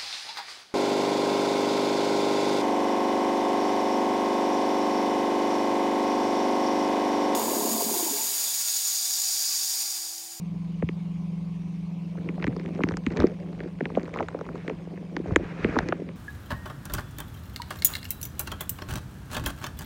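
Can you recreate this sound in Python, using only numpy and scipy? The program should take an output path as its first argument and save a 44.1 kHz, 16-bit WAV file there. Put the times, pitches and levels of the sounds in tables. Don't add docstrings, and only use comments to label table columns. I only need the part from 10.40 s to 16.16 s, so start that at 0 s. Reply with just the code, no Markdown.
import sys
import numpy as np
from scipy import signal
from scipy.fft import rfft, irfft, next_fast_len
from scipy.io import wavfile
from scipy.ndimage import uniform_filter1d, map_coordinates

SR = 44100
rng = np.random.default_rng(int(sys.argv[2]) if len(sys.argv) > 2 else 0)


def transcribe(u):
    v = np.clip(np.atleast_2d(u).T, -1, 1)
    q = np.round(v * 32767).astype(np.int16)
    wavfile.write(sys.argv[1], SR, q)


N = 254016

# time_s [s], motion_db [dB]
MOTION_CURVE = [(0.0, -63.5), (1.6, -56.5), (1.85, -44.5), (2.05, -39.5), (2.15, -43), (2.42, -38),
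                (2.62, -49.5), (2.8, -27), (2.94, -47), (3.1, -46), (3.25, -40.5), (3.33, -50),
                (3.6, -35.5), (3.7, -44), (3.79, -33.5), (3.86, -41.5), (4.25, -42), (4.6, -46.5),
                (4.8, -45.5), (4.88, -35.5), (5.04, -40), (5.14, -43.5), (5.24, -29.5), (5.32, -39),
                (5.38, -31), (5.55, -40), (5.76, -50.5)]
# time_s [s], stream_db [dB]
STREAM_CURVE = [(0.0, -74.5), (4.0, -74), (4.2, -50.5), (4.4, -68), (4.8, -68), (4.88, -51), (4.97, -57),
                (5.04, -45), (5.14, -48.5), (5.26, -41.5), (5.42, -44), (5.6, -59), (5.76, -63)]


def amp(db):
    return 10 ** (np.asarray(db) / 20)


def unit(x):
    return x / np.sqrt(np.mean(x ** 2) + 1e-20)


def curves(rows):
    time_s, *columns = np.transpose(rows)
    t = np.arange(N) / SR
    return [np.interp(t, time_s, column) for column in columns]


def wobble(rate):
    knots = rng.standard_normal(int(N * rate / SR) + 4)
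    return map_coordinates(knots, [np.arange(N) * rate / SR])


def filtered(x, response):
    size = next_fast_len(N + 8192)
    spectrum = rfft(x, size) * response(np.fft.rfftfreq(size, 1 / SR))
    return irfft(spectrum, size)[..., :N]


def noise(spectrum, patchy_db):
    cells = signal.stft(rng.standard_normal(N), nperseg=512)[2]
    patches = uniform_filter1d(rng.standard_normal(cells.shape), size=6, axis=0)
    patches = uniform_filter1d(patches, size=8, axis=1)
    x = signal.istft(cells * amp(patchy_db * unit(patches)), nperseg=512)[1][:N]
    f, level_db = np.transpose(spectrum)
    return unit(filtered(x, lambda hz: amp(np.interp(np.log(hz + 1), np.log(f + 1), level_db))))


def chirps(s, db, hz, cycles, fall, steep, size):
    rise = (np.clip(cycles, .3, 30) / hz / 3)[:, None]
    u = np.arange(size) / SR / rise
    envelope = (u * np.exp(1 - u)) ** steep
    turns = hz[:, None] * rise * (1 - np.exp(-fall * (u - 1))) / fall
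    start = rng.uniform(0, 2 * np.pi, (len(s), 1))
    wave = amp(db)[:, None] * envelope * np.cos(2 * np.pi * turns + start)
    at = np.round((s[:, None] - rise) * SR).astype(int) + np.arange(size)
    return np.bincount(np.clip(at, 0, N).ravel(), wave.ravel(), N + 1)[:N]


def follows(level_db, per_motion, per_stream, calm_db):
    brisk_db, still_db = -42, -78
    (motion_db,), (stream_db,) = curves(MOTION_CURVE), curves(STREAM_CURVE)
    driven_db = level_db + per_motion * (motion_db - brisk_db) + per_stream * (stream_db - still_db)
    return np.maximum(driven_db, calm_db)


def pump():
    # time_s [s], beat_hz [beats per s], lower_db [dB rms], upper_db [dB rms]
    tone_rows = [(0.0, 22.0, -33.5, -37.5), (0.9, 22.1, -33, -37.5), (1.9, 21.45, -34, -38.5),
                 (2.4, 22.0, -35, -37), (2.9, 21.55, -38, -39), (3.4, 21.55, -39, -43),
                 (3.84, 22.05, -44, -53), (4.32, 22.05, -40, -46), (4.8, 21.9, -40, -41),
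                 (5.28, 22.1, -39, -45), (5.76, 21.75, -41, -45)]
    # pitch_hz [Hz], level_db [dB rms before the fade]
    order_rows = [(58.8, -57), (120.5, -55), (239.7, -58), (293.7, -57), (354, -67), (720, -72),
                  (1024, -71), (1144, -76), (1264, -77)]
    # pitch_hz [Hz], density_db [relative dB per Hz]
    wash_colour = [(20, -41), (55, -5), (130, -2), (280, -8), (600, -19), (1100, -19), (1550, -55),
                   (2200, -23), (3700, -31), (6500, -38), (8000, -44), (10500, -50.5), (16000, -53.5)]
    upper_hz = 188.66
    together_s = 0.0318
    beat_hz, lower_db, upper_db = curves(tone_rows)
    t = np.arange(N) / SR

    out = 0
    for hz, db in (upper_hz - beat_hz, lower_db), (np.full(N, upper_hz), upper_db):
        turns = np.cumsum(hz) / SR
        turns = turns - np.interp(together_s, t, turns)
        out = out + amp(db + 0.58 * wobble(6.8)) * np.sqrt(2) * np.cos(2 * np.pi * turns)

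    fade_db = lower_db - lower_db[0]
    for hz, db in order_rows:
        drift = .3 * wobble(2)
        gain = amp(db + fade_db + wobble(2.6)) * np.sqrt(2)
        out = out + gain * np.cos(2 * np.pi * hz * t + drift)
    wash = amp(-48.5 + 0.14 * fade_db) * noise(wash_colour, patchy_db=2.5)
    return out + wash


def housing():
    return knocks() + crackle_and_gulps()


def knocks():
    # crest_s [s], peak_db [dB, main chirp], pitch_hz [Hz], tick_db [dB against peak_db, before
    # each tick's own offset], thud_db [dB, peak of the main swing], thud_hz [Hz]
    creak_rows = [(0.4245, -27.5, 1970, -37, -17.5, 477), (0.49, -25.5, 2270, -23, -23.5, 352),
                  (1.778, -42, 1490, -28, -33, 396), (1.89, -27.5, 2310, -25, -23.5, 337),
                  (2.0, -41.5, 1900, -31, -27, 314), (2.026, -25, 2360, -17.5, -43, 345),
                  (2.043, -19.5, 1980, -21, -21.5, 424), (2.069, -24, 2144, -20, -22, 330),
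                  (2.078, -27.5, 2280, -19, -15, 257), (2.166, -32, 1150, -11.5, -23.5, 403),
                  (2.198, -34, 2120, -17, -27.5, 325), (2.261, -33, 2240, -16, -27.5, 305),
                  (2.391, -35, 1340, -39, -18, 505), (2.407, -27, 1100, -43, -19.5, 403),
                  (2.437, -15, 2200, -18, -11.5, 291), (2.476, -41, 1100, -23, -22, 283),
                  (2.489, -25, 1910, -13, -21.5, 360), (2.511, -28, 1115, -22, -30, 453),
                  (2.521, -33, 1570, -11, -34, 400), (2.54, -31, 1994, -26, -25.5, 327),
                  (2.571, -28, 1500, -5.5, -35, 400), (2.666, -22, 2200, -19, -12.5, 248),
                  (2.707, -35, 1810, -33, -25, 311), (2.792, -27, 1870, -28, -29.5, 330),
                  (2.803, -21.5, 1450, -8.5, -24, 394), (2.823, -24, 1060, -15, -15, 318),
                  (2.84, -25, 1215, -27, -3, 344), (2.87, -30.5, 2150, -7.5, -23, 330),
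                  (3.205, -30, 1900, -26.5, -26.5, 392), (3.408, -23.5, 1940, -30, -17, 425),
                  (3.456, -22, 2050, -25, -24.5, 400), (3.503, -33, 1080, -37, -35, 500),
                  (3.573, -25.5, 893, -29, -8.5, 545), (3.632, -40.5, 2200, -8, -24, 332),
                  (3.656, -39, 2000, -9.5, -39, 400), (3.68, -34, 1150, -36, -32, 507),
                  (3.741, -27, 2230, -17.5, -38, 400), (3.761, -23, 1130, -21.5, -32, 695),
                  (3.774, -28, 1310, -19, -29, 480), (3.789, -24, 2190, -39, -29, 400),
                  (3.799, -27.5, 1390, -21, -39, 450), (3.806, -20, 1004, -29, -18.5, 700),
                  (3.829, -33, 2330, -35, -34, 400), (3.886, -24.5, 1590, -18, -34, 584),
                  (3.947, -31.5, 1130, -41, -18, 494), (3.991, -34.5, 1410, -15, -32, 450),
                  (4.012, -31, 1090, -17.5, -24.5, 466), (4.066, -32, 1150, -20, -33.5, 495),
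                  (4.09, -31.5, 1450, -37, -39, 500), (4.157, -33, 1250, -18, -27.5, 410),
                  (4.28, -25, 2120, -23.5, -22, 410), (4.298, -27, 2110, -21, -22, 518),
                  (4.576, -39.5, 2000, -30, -30.5, 415), (4.767, -21, 1940, -16.5, -20, 340),
                  (4.91, -31.5, 1140, -34, -29, 300), (4.938, -39, 1930, -20, -39, 400),
                  (4.961, -8, 1966, -12.5, -6.5, 390), (5.246, -18.5, 2190, -33, -10.5, 369),
                  (5.288, -38, 1780, -24, -22.5, 350), (5.359, -25.5, 1560, -33, -24, 391),
                  (5.367, -15.5, 1020, -43, -18.5, 312), (5.389, -11, 1850, -14.5, -41, 700),
                  (5.488, -25, 2050, -13.5, -19, 345), (5.525, -15, 1420, -38, -21.5, 427),
                  (5.69, -36, 2120, -31, -39, 403)]
    # crest_s [s], peak_db [dB, main swing], pitch_hz [Hz]
    thump_rows = [(0.437, -19.5, 217), (0.445, -23.5, 99), (2.054, -26, 103), (2.309, -28, 452),
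                  (2.42, -21, 270), (2.449, -25.5, 108), (2.528, -25, 110), (2.686, -28.5, 80),
                  (2.801, -19.5, 94), (3.245, -27, 363), (3.262, -23.5, 358), (3.428, -19.5, 260),
                  (3.523, -30.5, 417), (4.148, -26, 378), (4.312, -24.5, 430), (4.803, -19, 340),
                  (4.894, -26, 370), (4.926, -20.5, 102), (4.984, -25.5, 74.7), (5.011, -24, 360),
                  (5.036, -23, 318), (5.263, -25.5, 92), (5.312, -27, 307), (5.6, -26.5, 460),
                  (5.622, -22.5, 390)]
    lag_cycles = 1.623
    s, db, hz, tick_db, thud_db, thud_hz = np.transpose(creak_rows)
    creaks = creak(s, db, hz, tick_db)
    late_thuds = thud(s + lag_cycles / thud_hz, thud_db, thud_hz)
    return creaks + late_thuds + thud(*np.transpose(thump_rows))


def crackle_and_gulps():
    (motion_db,) = curves(MOTION_CURVE)
    crackle_db = follows(-53.5, per_motion=0.99, per_stream=-0.27, calm_db=-62.5)
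    d = rng.random((1500, 4))
    s = 0.018 + 5.7 * d[:, 0]
    at = (s * SR).astype(int)
    size_db = -3.8 * np.log(d[:, 1] + 0.006)
    stir = np.clip((motion_db[at] + 62) / 14, .4, 1)
    pitch = 2400 * np.exp(-.9 * d[:, 2] ** 2)
    crackle = creak(s, crackle_db[at] + size_db * stir, pitch, -30 + 22 * d[:, 3])

    gulp_db = motion_db[at[:300]] - 2.5 + size_db[300:600]
    gulps = thud(s[:300], gulp_db, 260 * np.exp(1.127 * d[:300, 2]))
    return crackle + gulps


def creak(s, db, hz, tick_db):
    d = rng.standard_normal((len(s), 9))
    cycles = 5.5 * np.sqrt(hz / 2000) + .3 * d[:, 0]
    out = chirps(s, db, hz, cycles, fall=.18, steep=2, size=400)

    # lag_s, pitch ratio, level_db
    partials = [(-.0004, 1.456, -8.5), (.0014, .52, -6), (.004, .95, -14.5)]
    for k, (lag_s, ratio, level_db) in enumerate(partials):
        pitch = hz * ratio * np.exp(0.14 * d[:, 1 + k])
        late = s + lag_s * np.exp(.25 * d[:, 4 + k])
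        level = db + level_db + 2 * d[:, 6 + k]
        out += chirps(late, level, pitch, np.full(len(s), 4.5), fall=.25, steep=2, size=400)

    # lead_s, pitch_hz, level_db
    ticks = [(.0004, 4050, 1.5), (.0004, 6030, -1.5), (.0005, 9930, -22), (.0006, 13040, -28)]
    for k, (lead_s, tick_hz, level_db) in enumerate(ticks):
        pitch = tick_hz * np.exp(0.15 * d[:, 1 + k])
        level = db + tick_db + level_db + 1.6 * d[:, 5 + k]
        out += chirps(s - lead_s, level, pitch, pitch / 700, fall=0.065, steep=1.5, size=250)
        out += chirps(s + 0.0026, level - 15.5, pitch * .93, pitch / 500, fall=0.067, steep=1.1, size=250)
    return out


def thud(s, db, hz):
    d = rng.standard_normal((len(s), 4))
    cycles = 4.77 * (hz / 340) ** 0.074
    swing = chirps(s, db, hz, cycles, fall=.3, steep=7, size=3000)
    after_s = s + 2.633 / hz * np.exp(0.204 * d[:, 0])
    after_db = db - 11.0 + 3 * d[:, 1]
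    after_hz = hz * 0.776 * np.exp(0.23 * d[:, 2])
    return swing + chirps(after_s, after_db, after_hz, cycles, fall=0.19, steep=1.9, size=3000)


def water():
    # pitch_hz [Hz], density_db [relative dB per Hz]
    surge_colour = [(20, -42.5), (45, -3), (100, 2), (150, 0), (230, -27), (400, -92)]
    slosh_colour = [(120, -40), (230, 3.5), (350, 1), (520, -1), (800, -16), (1300, -37), (2500, -92.5)]
    rush_colour = [(400, -38.5), (750, -3.5), (1100, -2), (1600, 0), (2450, -5), (3300, -17), (6000, -27),
                   (7000, -30.5), (9500, -43.5), (16000, -61)]
    (motion_db,), (stream_db,) = curves(MOTION_CURVE), curves(STREAM_CURVE)
    surge_db = follows(-51.5, per_motion=1.04, per_stream=0.19, calm_db=-66) + 2.2 * wobble(14)
    surge = amp(surge_db) * noise(surge_colour, patchy_db=0.5)

    stir = np.clip((motion_db + 62.0) / 12, 0, 1)
    lumps_db = stir * (3.5 * wobble(30) + 1.46 * wobble(70))
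    slosh = amp(motion_db - 1.0 + lumps_db) * noise(slosh_colour, patchy_db=3.5)

    rush_db = follows(-68, per_motion=1.22, per_stream=0, calm_db=stream_db) + 1.5 * wobble(60)
    rush = amp(rush_db) * noise(rush_colour, patchy_db=1.5)
    return surge + slosh + rush


def whine():
    # pitch_hz, density_db (relative)
    band = [(5000, -88), (8000, -35.5), (8350, -8.0), (8700, -21.5), (8950, -3.5),
            (9000, -1), (9050, 0.0), (9400, -38.5), (11000, -75.0)]
    return amp(-81.5) * noise(band, patchy_db=1.0)


def scene():
    return (pump() + whine() + water() + housing())[None]


def record(dry):
    top_hz = 15830
    return filtered(dry, lambda hz: hz < top_hz)


dry = scene()
out = record(dry)
transcribe(out)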